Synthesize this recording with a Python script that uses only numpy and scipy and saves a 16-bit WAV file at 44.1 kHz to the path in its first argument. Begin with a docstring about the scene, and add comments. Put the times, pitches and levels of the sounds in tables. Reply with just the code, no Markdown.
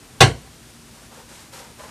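"""In a small workshop, over rumble, hum and hiss (shaped noise and wavering sines), something shuffles faintly.
A pine cabinet door is then pushed shut close by: it claps on the frame, chatters and the carcass booms.
Pushes ring the wood's modes, noise makes the cracks and the room's answer; the blow overloads the recorder.
Afterwards feet and clothes shuffle faintly: grains of friction through hollow resonances and a bright colour."""
import sys
import numpy as np
from scipy import signal
from scipy.fft import rfft, irfft
from scipy.io import wavfile

SR = 44100
rng = np.random.default_rng(int(sys.argv[2]) if len(sys.argv) > 2 else 0)


def unload_wav(signal):
    """Save mono or channel-first audio to the path in sys.argv[1] as 16-bit WAV at rate SR, clipped to [-1, 1]."""
    wavfile.write(
        sys.argv[1],
        SR,
        np.round(np.clip(np.atleast_2d(signal).T, -1, 1) * 32767).astype(np.int16),
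    )


def natural_amplitude(level_db):
    """Convert a level in decibels to a linear amplitude factor, elementwise."""
    exponent = np.asarray(level_db, float) / 20
    return 10 ** exponent


N = 83790  # length in samples, 1.9 s


def unit(x):
    """Scale to rms 1."""
    return x / np.sqrt(np.mean(x ** 2) + 1e-20)


def at_hz(points, hz):
    """Read a table on a log-frequency axis."""
    table_hz, values = np.array(points).T
    return np.interp(np.log(hz), np.log(table_hz), values)


def coloured(white, spectrum):
    """Shape noise to a spectrum; rms 1."""
    hz = np.maximum(np.arange(N // 2 + 1) * SR / N, 1)
    return unit(irfft(rfft(white) * natural_amplitude(at_hz(spectrum, hz)), N))


def drift(rate_hz):
    """Slow random wander of rms 1: noise through two equal poles at rate_hz."""
    hop = 40  # samples between computed points
    r = np.exp(-2 * np.pi * rate_hz * hop / SR)
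    noise = rng.standard_normal(N // hop + 2002)
    slow = signal.lfilter([1], [1, -2 * r, r * r], noise)[2000:]  # drop the filter's run-in
    return np.interp(np.arange(N) / hop, np.arange(len(slow)), unit(slow))


def band_pass(x, order, low_hz, high_hz):
    """Keep one band with a Butterworth filter."""
    return signal.sosfilt(signal.butter(order, [low_hz, high_hz], "band", fs=SR, output="sos"), x)


# The door meets the frame and rebounds. Each row: start in seconds, strength in dB,
# hardness as the contact's cut-off in Hz, weight in dB added to the modes under 200 Hz.
CONTACT_BLOWS = [(0.2051, -10.5, 5000, -26), (0.2069, -2.5, 7560, -1.5), (.2135, -4, 5050, -1.5),
                 (.2195, 0, 1980, -22), (.228, -5, 2950, -33), (0.2379, -11.5, 2010, -17),
                 (.283, -23.5, 900, -23), (0.348, -30, 300, -1.8), (.445, -41.5, 900, -1),
                 (.472, -39, 900, -.3)]
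# Modes of door panel and carcass. Each row: frequency in Hz, relative level in dB, t60 in seconds.
WOOD_MODES = [(61.2, -9, 0.6), (95.2, 0, 0.28), (121.4, 1.5, 0.22), (149.2, -5.5, 0.243), (266.8, -13, .25),
              (396.4, -7.5, 0.15), (432.5, -5.5, .1), (462.4, -15, 0.21), (768.6, -0.5, 0.12),
              (1008, -7.5, 0.11), (1111.8, -4.5, .11), (1257, -11, 0.11), (1603, -5, .12),
              (1705, -8.5, 0.17), (2012, -10, 0.046), (2512, -3.5, 0.045), (3010, -9, 0.041),
              (3510, 0.5, 0.039), (4493, -7.5, 0.13)]


def door():
    """Each contact is a low-passed push that rings every mode of the wood."""
    wood_db, mode_spread_db, weight_below_hz = -4.5, 3, 200
    rise_cycles = 0.58  # time constant of a mode's build-up
    out = np.zeros(N)
    luck = rng.standard_normal((len(CONTACT_BLOWS), len(WOOD_MODES)))
    for (start_s, strength_db, cut_hz, weight_db), draws in zip(CONTACT_BLOWS, luck):
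        first = int(start_s * SR)
        for (hz, level_db, t60), draw in zip(WOOD_MODES, draws):
            n = min(N - first, int(2 * t60 * SR))
            t = np.arange(n) / SR
            mode_db = wood_db + strength_db + level_db + mode_spread_db * draw
            mode_db += weight_db * (hz < weight_below_hz)
            gain = natural_amplitude(mode_db) / (1 + (hz / cut_hz) ** 2)
            rise = 1 - np.exp(-hz * t / rise_cycles)
            out[first:first + n] += gain * np.sin(2 * np.pi * hz * t) * natural_amplitude(-60 * t / t60) * rise
    return out


# Colour of the cracks and their room tail. Each row: frequency in Hz, relative density in dB per Hz.
CLAP_COLOUR = [(88, -19), (150, -5.5), (310, -8), (440, -5), (593, -9.5), (760, -6), (1080, -9.5),
               (2620, -3), (4530, -4), (7000, -5.5), (10000, -8), (13500, -35.5)]
# Decay of the room. Each row: frequency in Hz, t60 in seconds.
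ROOM_T60 = [(150, 0.34), (500, 0.29), (1500, .19), (5000, .17), (12000, 0.21)]


def clap():
    """Cracks at the contacts and the room's diffuse answer: noise dying band by band."""
    crack_db, crack_s = 6, 0.0069  # crack_s: decay time constant
    tail_db, tail_rise_s = 1.5, 0.0055
    late_db, late_t60_s = -31, 0.69  # weaker, slower second slope, relative to the first
    noise = coloured(rng.standard_normal(N), CLAP_COLOUR)
    t, out = np.arange(N) / SR, np.zeros(N)
    edges = 100 * 2 ** np.arange(0, 7.6, 0.5)  # half octaves
    for low, high in zip(edges, edges[1:]):
        hz, power = np.sqrt(low * high), np.zeros(N)
        for start_s, strength_db, cut_hz, _ in CONTACT_BLOWS:
            age = np.clip(t - start_s, 0, 1)
            crack = natural_amplitude(crack_db) * np.exp(-age / crack_s)
            decay = natural_amplitude(-60 * age / at_hz(ROOM_T60, hz)) + natural_amplitude(late_db - 60 * age / late_t60_s)
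            tail = natural_amplitude(tail_db) * decay * (1 - np.exp(-age / tail_rise_s))
            push = natural_amplitude(strength_db) / (1 + (hz / cut_hz) ** 2)
            power += (t >= start_s) * ((crack + tail) * push) ** 2
        out += np.sqrt(power) * band_pass(noise, 2, low, high)
    return out


# Moves of feet and clothes. Each row: start in seconds, time until the fade in seconds,
# dull scuff in dB, bright rustle in dB, pitch factor of the scuff.
SHUFFLE_MOVES = [(.002, 0.2, -56.5, -75, 0.783), (0.938, 0.13, -52.5, -56.5, 1.19),
                 (1.104, 0.095, -47.5, -52.5, 0.94), (1.279, 0.13, -52.5, -48, 1),
                 (1.517, 0.08, -43, -43.5, 0.96), (1.624, 0.051, -58.5, -63, 0.94),
                 (1.778, 0.065, -41.5, -49.5, 1.05), (1.867, .05, -52, -59, 1.25)]
# Hollow resonances of the scuff. Each row: frequency in Hz before the pitch factor, width in Hz,
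# relative level in dB.
SCUFF_RESONANCES = [(558, 87, -1), (809, 100, -3.5), (963, 67, -3.5), (1340, 430, -9)]
# Colour of the bright rustle. Each row: frequency in Hz, relative density in dB per Hz.
RUSTLE_COLOUR = [(880, -12.5), (1500, -5), (2060, -6), (7990, -6), (13000, -14.5), (14000, -34)]


def shuffles():
    """Grainy friction: a dull part through hollow resonances and a bright rustle, fading together."""
    attack_s, release_s = 0.018, 0.055
    scuff_swell_s = 0.04  # the dull part grows more slowly
    grains_per_s, grain_spread_db = 3000, 1
    t = np.arange(N) / SR
    sizes = natural_amplitude(grain_spread_db * np.minimum(rng.exponential(1, (2, N)), 3.0))
    grains = (rng.random((2, N)) < grains_per_s / SR) * sizes * rng.choice([-1, 1], (2, N))
    dull, bright = np.zeros(N), np.zeros(N)
    for start_s, length_s, dull_db, bright_db, pitch in SHUFFLE_MOVES:
        scuff = np.zeros(N)
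        for hz, width_hz, db in SCUFF_RESONANCES:
            r = np.exp(-np.pi * width_hz / SR)
            poles = [1, -2 * r * np.cos(2 * np.pi * pitch * hz / SR), r * r]
            scuff += natural_amplitude(db) * unit(signal.lfilter([1, 0, -1], poles, grains[0]))
        age = t - start_s
        shape = np.clip(age / attack_s, 0, 1) * np.exp(-np.maximum(age - length_s, 0) / release_s)
        swell = np.clip(age / scuff_swell_s + 0.34, 0, 1)
        dull += natural_amplitude(dull_db) * shape * swell * unit(scuff)
        bright += natural_amplitude(bright_db) * shape
    rustle = coloured(grains[1] + 0.27 * rng.standard_normal(N), RUSTLE_COLOUR)
    return dull * natural_amplitude(1.3 * drift(14)) + bright * rustle * natural_amplitude(1.3 * drift(19))


# Colour of rumble and hiss. Each row: frequency in Hz, relative density in dB per Hz.
ROOM_COLOUR = [(15, -48), (25, -5), (58, 3), (91, -3.5), (146, 1), (190, -4), (241, -3.5), (313, -5),
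               (550, -12), (3500, -16.5), (9500, -17.5), (11500, -25.5), (13400, -22.5)]
# Hum partials. Each row: frequency in Hz, level in dB rms about which it wavers.
HUM_PARTIALS = [(118, -61), (233, -57.5)]


def room_tone():
    """Rumble and hiss as one shaped noise, plus hum sines that waver in level and phase."""
    room_db = -46  # rms, about which the noise drifts
    t, hum = np.arange(N) / SR, np.zeros(N)
    for hz, db in HUM_PARTIALS:
        level = np.sqrt(2) * natural_amplitude(db + 1.2 * drift(2.9))
        hum += level * np.sin(2 * np.pi * hz * t + 0.82 * drift(3.3))
    return natural_amplitude(room_db + 0.42 * drift(9)) * coloured(rng.standard_normal(N), ROOM_COLOUR) + hum


def scene():
    """The door in the middle, shuffles and room tone a touch to the left."""
    shuffle_pan_db, room_pan_db = 0.38, 0.41  # up on the left, down on the right
    left_right = np.array([[1], [-1]])
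    moves = shuffles() * natural_amplitude(shuffle_pan_db * left_right)
    room = room_tone() * natural_amplitude(room_pan_db * left_right)
    return door() + clap() + moves + room


# Bands where the two ports differ. Each row: low edge in Hz, high edge in Hz, side level in dB.
PORT_DIFFERENCES = [(192, 590, -33.5), (900, 1390, -20), (3880, 5200, -17)]


def band_limit(x):
    """A steep low-pass at the top of the band."""
    return signal.sosfilt(signal.butter(12, 15570, fs=SR, output="sos"), x)


def record(dry):
    """Two close ports differ a little in some bands; bass and top are cut, peaks are clipped flat."""
    port_lag_s, top_hz, mic_low_hz, overload = 0.0017, 13650, 44.7, 1.0
    late = np.interp(np.arange(N) - port_lag_s * SR, np.arange(N), dry.mean(axis=0))
    side = np.zeros(N)
    for low_hz, high_hz, db in PORT_DIFFERENCES:
        side += natural_amplitude(db) * band_pass(late, 3, low_hz, high_hz)
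    x = signal.sosfilt(signal.ellip(12, 0.2, 70, top_hz, fs=SR, output="sos"), dry)
    x = signal.sosfilt(signal.butter(2, mic_low_hz, "high", fs=SR, output="sos"), x)
    clipped = np.clip(x, -overload, overload)
    mix = clipped + side * [[1], [-1]]  # opposite sign in the two channels
    return band_limit(mix)


dry = scene()
out = record(dry)
unload_wav(out)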